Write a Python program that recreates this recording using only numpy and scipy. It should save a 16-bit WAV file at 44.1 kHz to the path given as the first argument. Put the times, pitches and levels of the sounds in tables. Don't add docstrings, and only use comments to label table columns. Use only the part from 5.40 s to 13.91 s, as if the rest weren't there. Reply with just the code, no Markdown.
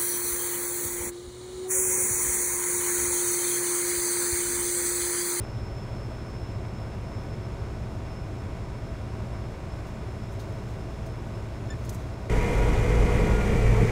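import sys
import numpy as np
from scipy import signal
from scipy.fft import rfft, irfft, next_fast_len
from scipy.io import wavfile
from scipy.ndimage import uniform_filter1d, map_coordinates

SR = 44100
rng = np.random.default_rng(int(sys.argv[2]) if len(sys.argv) > 2 else 0)


def unload_wav(signal):
    wavfile.write(
        sys.argv[1],
        SR,
        np.round(np.clip(np.atleast_2d(signal).T, -1, 1) * 32767).astype(np.int16),
    )


N = 375291
T = np.arange(N) / SR

# (start [s], level before the stroke's shape [dB], rise [s], decay [s], low cut [Hz])
SCUFFS = [(4.455, -52, .01, .03, 2300), (4.914, -47, .016, .017, 5500), (4.993, -42, .008, .013, 2000),
          (5.659, -47, .004, 0.011, 5500), (6.394, -57, .004, .006, 5500), (6.447, -40, .004, .006, 5800),
          (6.492, -33.8, .0007, 0.007, 5200), (6.526, -50, .003, .02, 6000), (6.544, -42, .003, .007, 5000)]
# (peak time [s], peak level [dB], rise [dB/s], fall [dB/s])
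RUBS = [(5.15, -64.5, 28, 10), (6.5, -60, 65, 36)]
# (frequency [Hz], width [Hz], relative level [dB])
TREAD_RINGS = [(3900, 2400, 13.5), (6200, 740, 11), (8800, 3000, -6), (11500, 1200, -7), (14000, 2000, -9)]
# (multiple of its pitch [-], level against the lowest tone [dB])
SQUEAK_OVERTONES = [(2, -5), (3, -3), (4, 2), (5, -19), (6, -22)]

# (multiple of the four-stroke cycle rate [-], level [dB])
IDLE_ORDERS = [(3, -46.5), (5, -48), (6, -42.5), (7, -48.5), (8, -54), (9, -51), (10, -53.5), (12, -43),
               (13, -52), (15, -55.5), (22, -58), (45, -62.5), (144, -67), (192, -73), (200, -72.5),
               (216, -76), (236, -77), (246, -69), (278, -72.5), (340, -79)]
# (frequency [Hz], level [dB])
IDLE_SHAFTS = [(17.7, -66), (52.7, -58), (106.2, -43.2), (151.2, -55), (212.3, -59), (354.2, -57),
               (383.6, -57.5), (767.6, -60.5)]
# (frequency [Hz], relative level [dB])
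RUSH_SPECTRUM = [(20, -24), (35, -10), (47, -9), (100, 1.5), (140, -7), (185, -7), (245, -14.5), (380, -13),
                 (490, -19), (620, -17), (750, -22), (1700, -31.5), (4000, -39.5), (5700, -42.5),
                 (7300, -43), (10000, -50), (15500, -59.5)]
# (frequency [Hz], relative level [dB])
KNOCK_SPECTRUM = [(150, -32), (300, 0.5), (600, -1.5), (820, -5.5), (1080, 0), (1750, -10), (2000, -5),
                  (2750, -13), (3000, -30), (3800, -20.5), (6000, -23.5), (12000, -50)]
# (frequency [Hz], width [Hz], level against the direct sound [dB])
PLATFORM_PANELS = [(223.7, 11, -4), (293, 34, -6), (422, 25, -7.5), (543.5, 24, -3), (658, 31, -0.5),
                   (960, 96, -3.5), (1217, 23, -5.5), (1500, 74, -4), (3385, 54, -3.5), (3830, 65, -9.5),
                   (6830, 220, -16), (10550, 300, -15)]

# (time [s], tooth mesh rate [Hz])
MESH_SPEED = [(6.9, 481.8), (7.08, 481.0), (7.26, 479.4), (7.5, 485.5), (7.72, 481.0), (7.92, 477.2),
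              (8.12, 468.2), (8.51, 457.3)]
# (multiple of the mesh rate [-], level [dB])
MESH_ORDERS = [(1, -38.5), (2, -53.5), (3, -59.5), (4, -57), (5, -51), (6, -59)]
# (frequency [Hz], width [Hz], boost [dB])
HOUSING = [(958, 24, 11), (1424.5, 37, 18), (2100, 54, 11.5), (2330, 40, 4)]
# (frequency [Hz], level against the boom [dB])
DRUM = [(24.8, -6.5), (41.8, -6.5), (50.8, 0)]
# (frequency [Hz], level [dB])
WORK_SHAFTS = [(9.8, -41), (195.2, -38.5), (208, -44), (225, -44.5), (377, -42), (429, -41), (499, -48),
               (2496, -58), (5965, -67)]
# (frequency [Hz], relative level [dB])
ROAR_SPECTRUM = [(12, -7), (28, 3), (60, 0.5), (85, -1), (170, -7), (260, -13), (350, -14), (470, -11.5),
                 (570, -16.5), (680, -15.5), (900, -20), (1650, -26), (3000, -34), (6000, -59.5)]
# (frequency [Hz], relative level [dB])
CLATTER_SPECTRUM = [(1200, -22), (1700, -6), (1950, 3), (2250, 1.5), (2480, -1.5), (2620, -13),
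                    (3400, -12.5), (4500, -49.5)]
# (frequency [Hz], relative level [dB])
CROP_SPECTRUM = [(1500, -15), (3200, 0), (4200, -1), (5200, -1), (6000, 0), (7400, -1), (9000, -5.5),
                 (11500, -10.8), (13500, -16.5), (15500, -24)]
# (frequency [Hz], width [Hz], level against the direct sound [dB])
CAB_PANELS = [(150, 15, -9), (307, 14, 0), (426.6, 25, 6), (480, 25, -3), (528, 21, -2), (712, 24, -3.5),
              (842, 23, -10), (1130, 70, -6), (1290, 35, -7)]
# (frequency [Hz], width [Hz], relative level [dB])
FEEDER = [(160, 56, 0), (223, 44, -2), (307, 30, -3)]

CAB_FROM_S = 6.897

SQUEAK_S, SQUEAK_LENGTH_S, SQUEAK_EDGE_S = 6.297, 0.042, 0.007
SQUEAK_HZ, SQUEAK_DB = 1765, -46
PRESS_S, PRESS_WIDTH_S, SLACK_DB = 6.308, 0.004, -6.5

IDLE_FIRING_HZ = 59.96
KNOCK_DB, RUSH_DB = -52.5, -37.5
WHISTLE_START_HZ, WHISTLE_SAG_HZ_PER_S = 5282, 2.7
WHISTLE_DB, WHISTLE_FADE_DB_PER_S = -63.3, 0.65
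WHISTLE_STEP_S, WHISTLE_STEP_LENGTH_S, WHISTLE_STEP_DB = 1.1, 0.27, 4.1

PUMP_RATIO, PUMP_DB = 4.336, -56
WORK_FIRING_HZ, SICKLE_HZ = 112.3, 19.3
ROAR_DB, CLATTER_DB, CROP_DB = -26.5, -41.5, -48
BOOM_DB, BOOM_SWING_DB, BOOM_PERIOD_S, BOOM_CREST_S = -27, 4.2, 0.338, 7.612
LOAD_SWING_DB, LOAD_PERIOD_S, LOAD_CREST_S = 4.3, 0.86, 7.52
HUM_DB, BOOM_LOAD_SHARE = -30.3, 0.3
FEED_START_DB, FEED_RISE_DB_PER_S = -46, 10

TOP_HZ = 15700


def undb(db):
    return 10 ** (np.asarray(db) / 20)


def unit(x):
    return x / np.std(x)


def noise():
    return rng.standard_normal(N)


def colour(x, spectrum):
    hz, db = np.transpose(spectrum)
    size = next_fast_len(N)
    f = np.maximum(np.fft.rfftfreq(size, 1 / SR), 1)
    gain = undb(np.interp(np.log(f), np.log(hz), db))
    low_cut = np.minimum(f / hz[0], 1) ** 2
    return unit(irfft(rfft(x, size) * gain * low_cut, size)[:N])


def resonate(x, modes):
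    return sum(undb(db) * signal.lfilter(*signal.iirpeak(hz, hz / width, fs=SR), x) for hz, width, db in modes)


def walk(rate):
    k = int(SR / rate)
    held = np.repeat(rng.standard_normal(N // k + 2), k)
    smooth = uniform_filter1d(uniform_filter1d(held, k), k)
    return unit(smooth[:N])


def turns(hz):
    return np.cumsum(hz * np.ones(N)) / SR


def tone(phase):
    return np.sqrt(2) * np.sin(2 * np.pi * (phase + rng.random()))


def throb(swing_db, period_s, crest_s):
    return swing_db * np.cos(2 * np.pi * (T - crest_s) / period_s)


def ladder():
    grit = noise() * undb(1.6 * walk(1500))
    ring = unit(resonate(grit, TREAD_RINGS))
    rubbing = sum(undb(db - np.maximum(rise * (s - T), fall * (T - s))) for s, db, rise, fall in RUBS)
    out = rubbing * undb(2.5 * walk(25)) * ring
    for s, db, rise_s, decay_s, low_hz in SCUFFS:
        age = np.maximum(T - s, 0)
        stroke = (1 - np.exp(-age / rise_s)) * np.exp(-age / decay_s)
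        scrape = signal.lfilter(*signal.butter(2, low_hz, "high", fs=SR), ring)
        out = out + undb(db) * stroke * scrape
    return out


def squeak():
    age = T - SQUEAK_S
    sounding = np.clip(np.minimum(age, SQUEAK_LENGTH_S - age) / SQUEAK_EDGE_S, 0, 1)
    pressure = np.exp(-((T - PRESS_S) / PRESS_WIDTH_S) ** 2 / 2)
    phase = turns(SQUEAK_HZ * (1 + 0.009 * walk(400)))
    tilt_db = SLACK_DB * (1 - pressure)
    overtones = sum(undb(db + (k - 1) * tilt_db) * tone(k * phase) for k, db in SQUEAK_OVERTONES)
    return sounding * undb(SQUEAK_DB) * (tone(phase) + overtones)


def shafts(table, slip, flutter_db):
    hum = 0
    for hz, db in table:
        level = undb(db + flutter_db * walk(12))
        hum = hum + level * tone(turns(hz * (1 + slip * walk(5))))
    return hum


def whistle(cycle):
    hz = WHISTLE_START_HZ - WHISTLE_SAG_HZ_PER_S * T
    early = 1 - np.clip((T - WHISTLE_STEP_S) / WHISTLE_STEP_LENGTH_S, 0, 1)
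    db = WHISTLE_DB - WHISTLE_FADE_DB_PER_S * T + WHISTLE_STEP_DB * early
    shaken_hz = hz + 40 * np.sin(2 * np.pi * 6 * cycle) + 7 * walk(120)
    flutter_db = 1.9 * walk(90) + (2.3 - early) * walk(26)
    return undb(db + flutter_db) * tone(turns(shaken_hz))


def idle():
    cycle = turns(IDLE_FIRING_HZ / 6 * (1 + 0.0002 * walk(2)))
    firing = unit(np.exp(-(6 * cycle % 1) / 0.32))
    firing = firing - firing.mean()
    hum = sum(undb(db + 1.35 * walk(9)) * tone(k * cycle) for k, db in IDLE_ORDERS)
    size = int(6 * SR / IDLE_FIRING_HZ)
    one_cycle = rng.standard_normal(size)
    rattle = map_coordinates(one_cycle, [cycle % 1 * size], order=3, mode="grid-wrap")
    knock = colour(rattle * (1 + 0.16 * firing) * undb(1.3 * walk(60)), KNOCK_SPECTRUM)
    rush = colour(noise() * (1 + 0.061 * firing) * undb(0.2 * walk(14)), RUSH_SPECTRUM)
    direct = undb(KNOCK_DB) * knock + undb(RUSH_DB) * rush
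    return hum + direct + resonate(direct, PLATFORM_PANELS) + whistle(cycle)


def whine(hz, db):
    boost_db = sum(peak_db / (1 + (2 * (hz - centre) / width) ** 2) for centre, width, peak_db in HOUSING)
    return undb(db + boost_db + 2.0 * walk(16)) * tone(turns(hz))


def drives():
    mesh_hz = np.interp(T, *np.transpose(MESH_SPEED)) * (1 + 0.0019 * walk(50))
    gears = sum(whine(k * mesh_hz, db) for k, db in MESH_ORDERS)
    return gears + whine(PUMP_RATIO * mesh_hz, PUMP_DB)


def harvest():
    load_db = throb(LOAD_SWING_DB, LOAD_PERIOD_S, LOAD_CREST_S)
    boom_db = BOOM_DB + throb(BOOM_SWING_DB, BOOM_PERIOD_S, BOOM_CREST_S) + BOOM_LOAD_SHARE * load_db
    hum_db = HUM_DB + load_db + 2.0 * walk(16)
    drum = undb(boom_db) * shafts(DRUM, slip=0.01215, flutter_db=1.0)
    engine = undb(hum_db) * tone(turns(WORK_FIRING_HZ * (1 + 0.0037 * walk(8))))
    machinery = drum + engine + shafts(WORK_SHAFTS, slip=0.00302, flutter_db=2.5) + drives()

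    roar = undb(ROAR_DB) * colour(noise() * undb(0.76 * walk(20)), ROAR_SPECTRUM)
    cab_roar = roar + resonate(roar, CAB_PANELS)
    feed_db = FEED_START_DB + FEED_RISE_DB_PER_S * (T - CAB_FROM_S)
    rumble = undb(feed_db) * unit(resonate(roar * walk(40), FEEDER))

    stroke = 1 + 0.045 * tone(turns(SICKLE_HZ))
    clatter = colour(noise() * stroke * undb(1.5 * walk(200)), CLATTER_SPECTRUM)
    snaps = noise() * undb(1.1 * walk(1500))
    crop = colour(snaps * stroke, CROP_SPECTRUM)
    return machinery + rumble + cab_roar + undb(CLATTER_DB) * clatter + undb(CROP_DB) * crop


def scene():
    platform = ladder() + squeak() + shafts(IDLE_SHAFTS, slip=0.00098, flutter_db=1.34) + idle()
    in_cab = np.clip((T - CAB_FROM_S) * SR / 20, 0, 1)
    mix = (1 - in_cab) * platform + in_cab * harvest()
    return mix[None]


def record(dry):
    low_pass = signal.ellip(14, 0.1, 80, TOP_HZ, fs=SR, output="sos")
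    return signal.sosfilt(low_pass, dry)


dry = scene()
out = record(dry)
unload_wav(out)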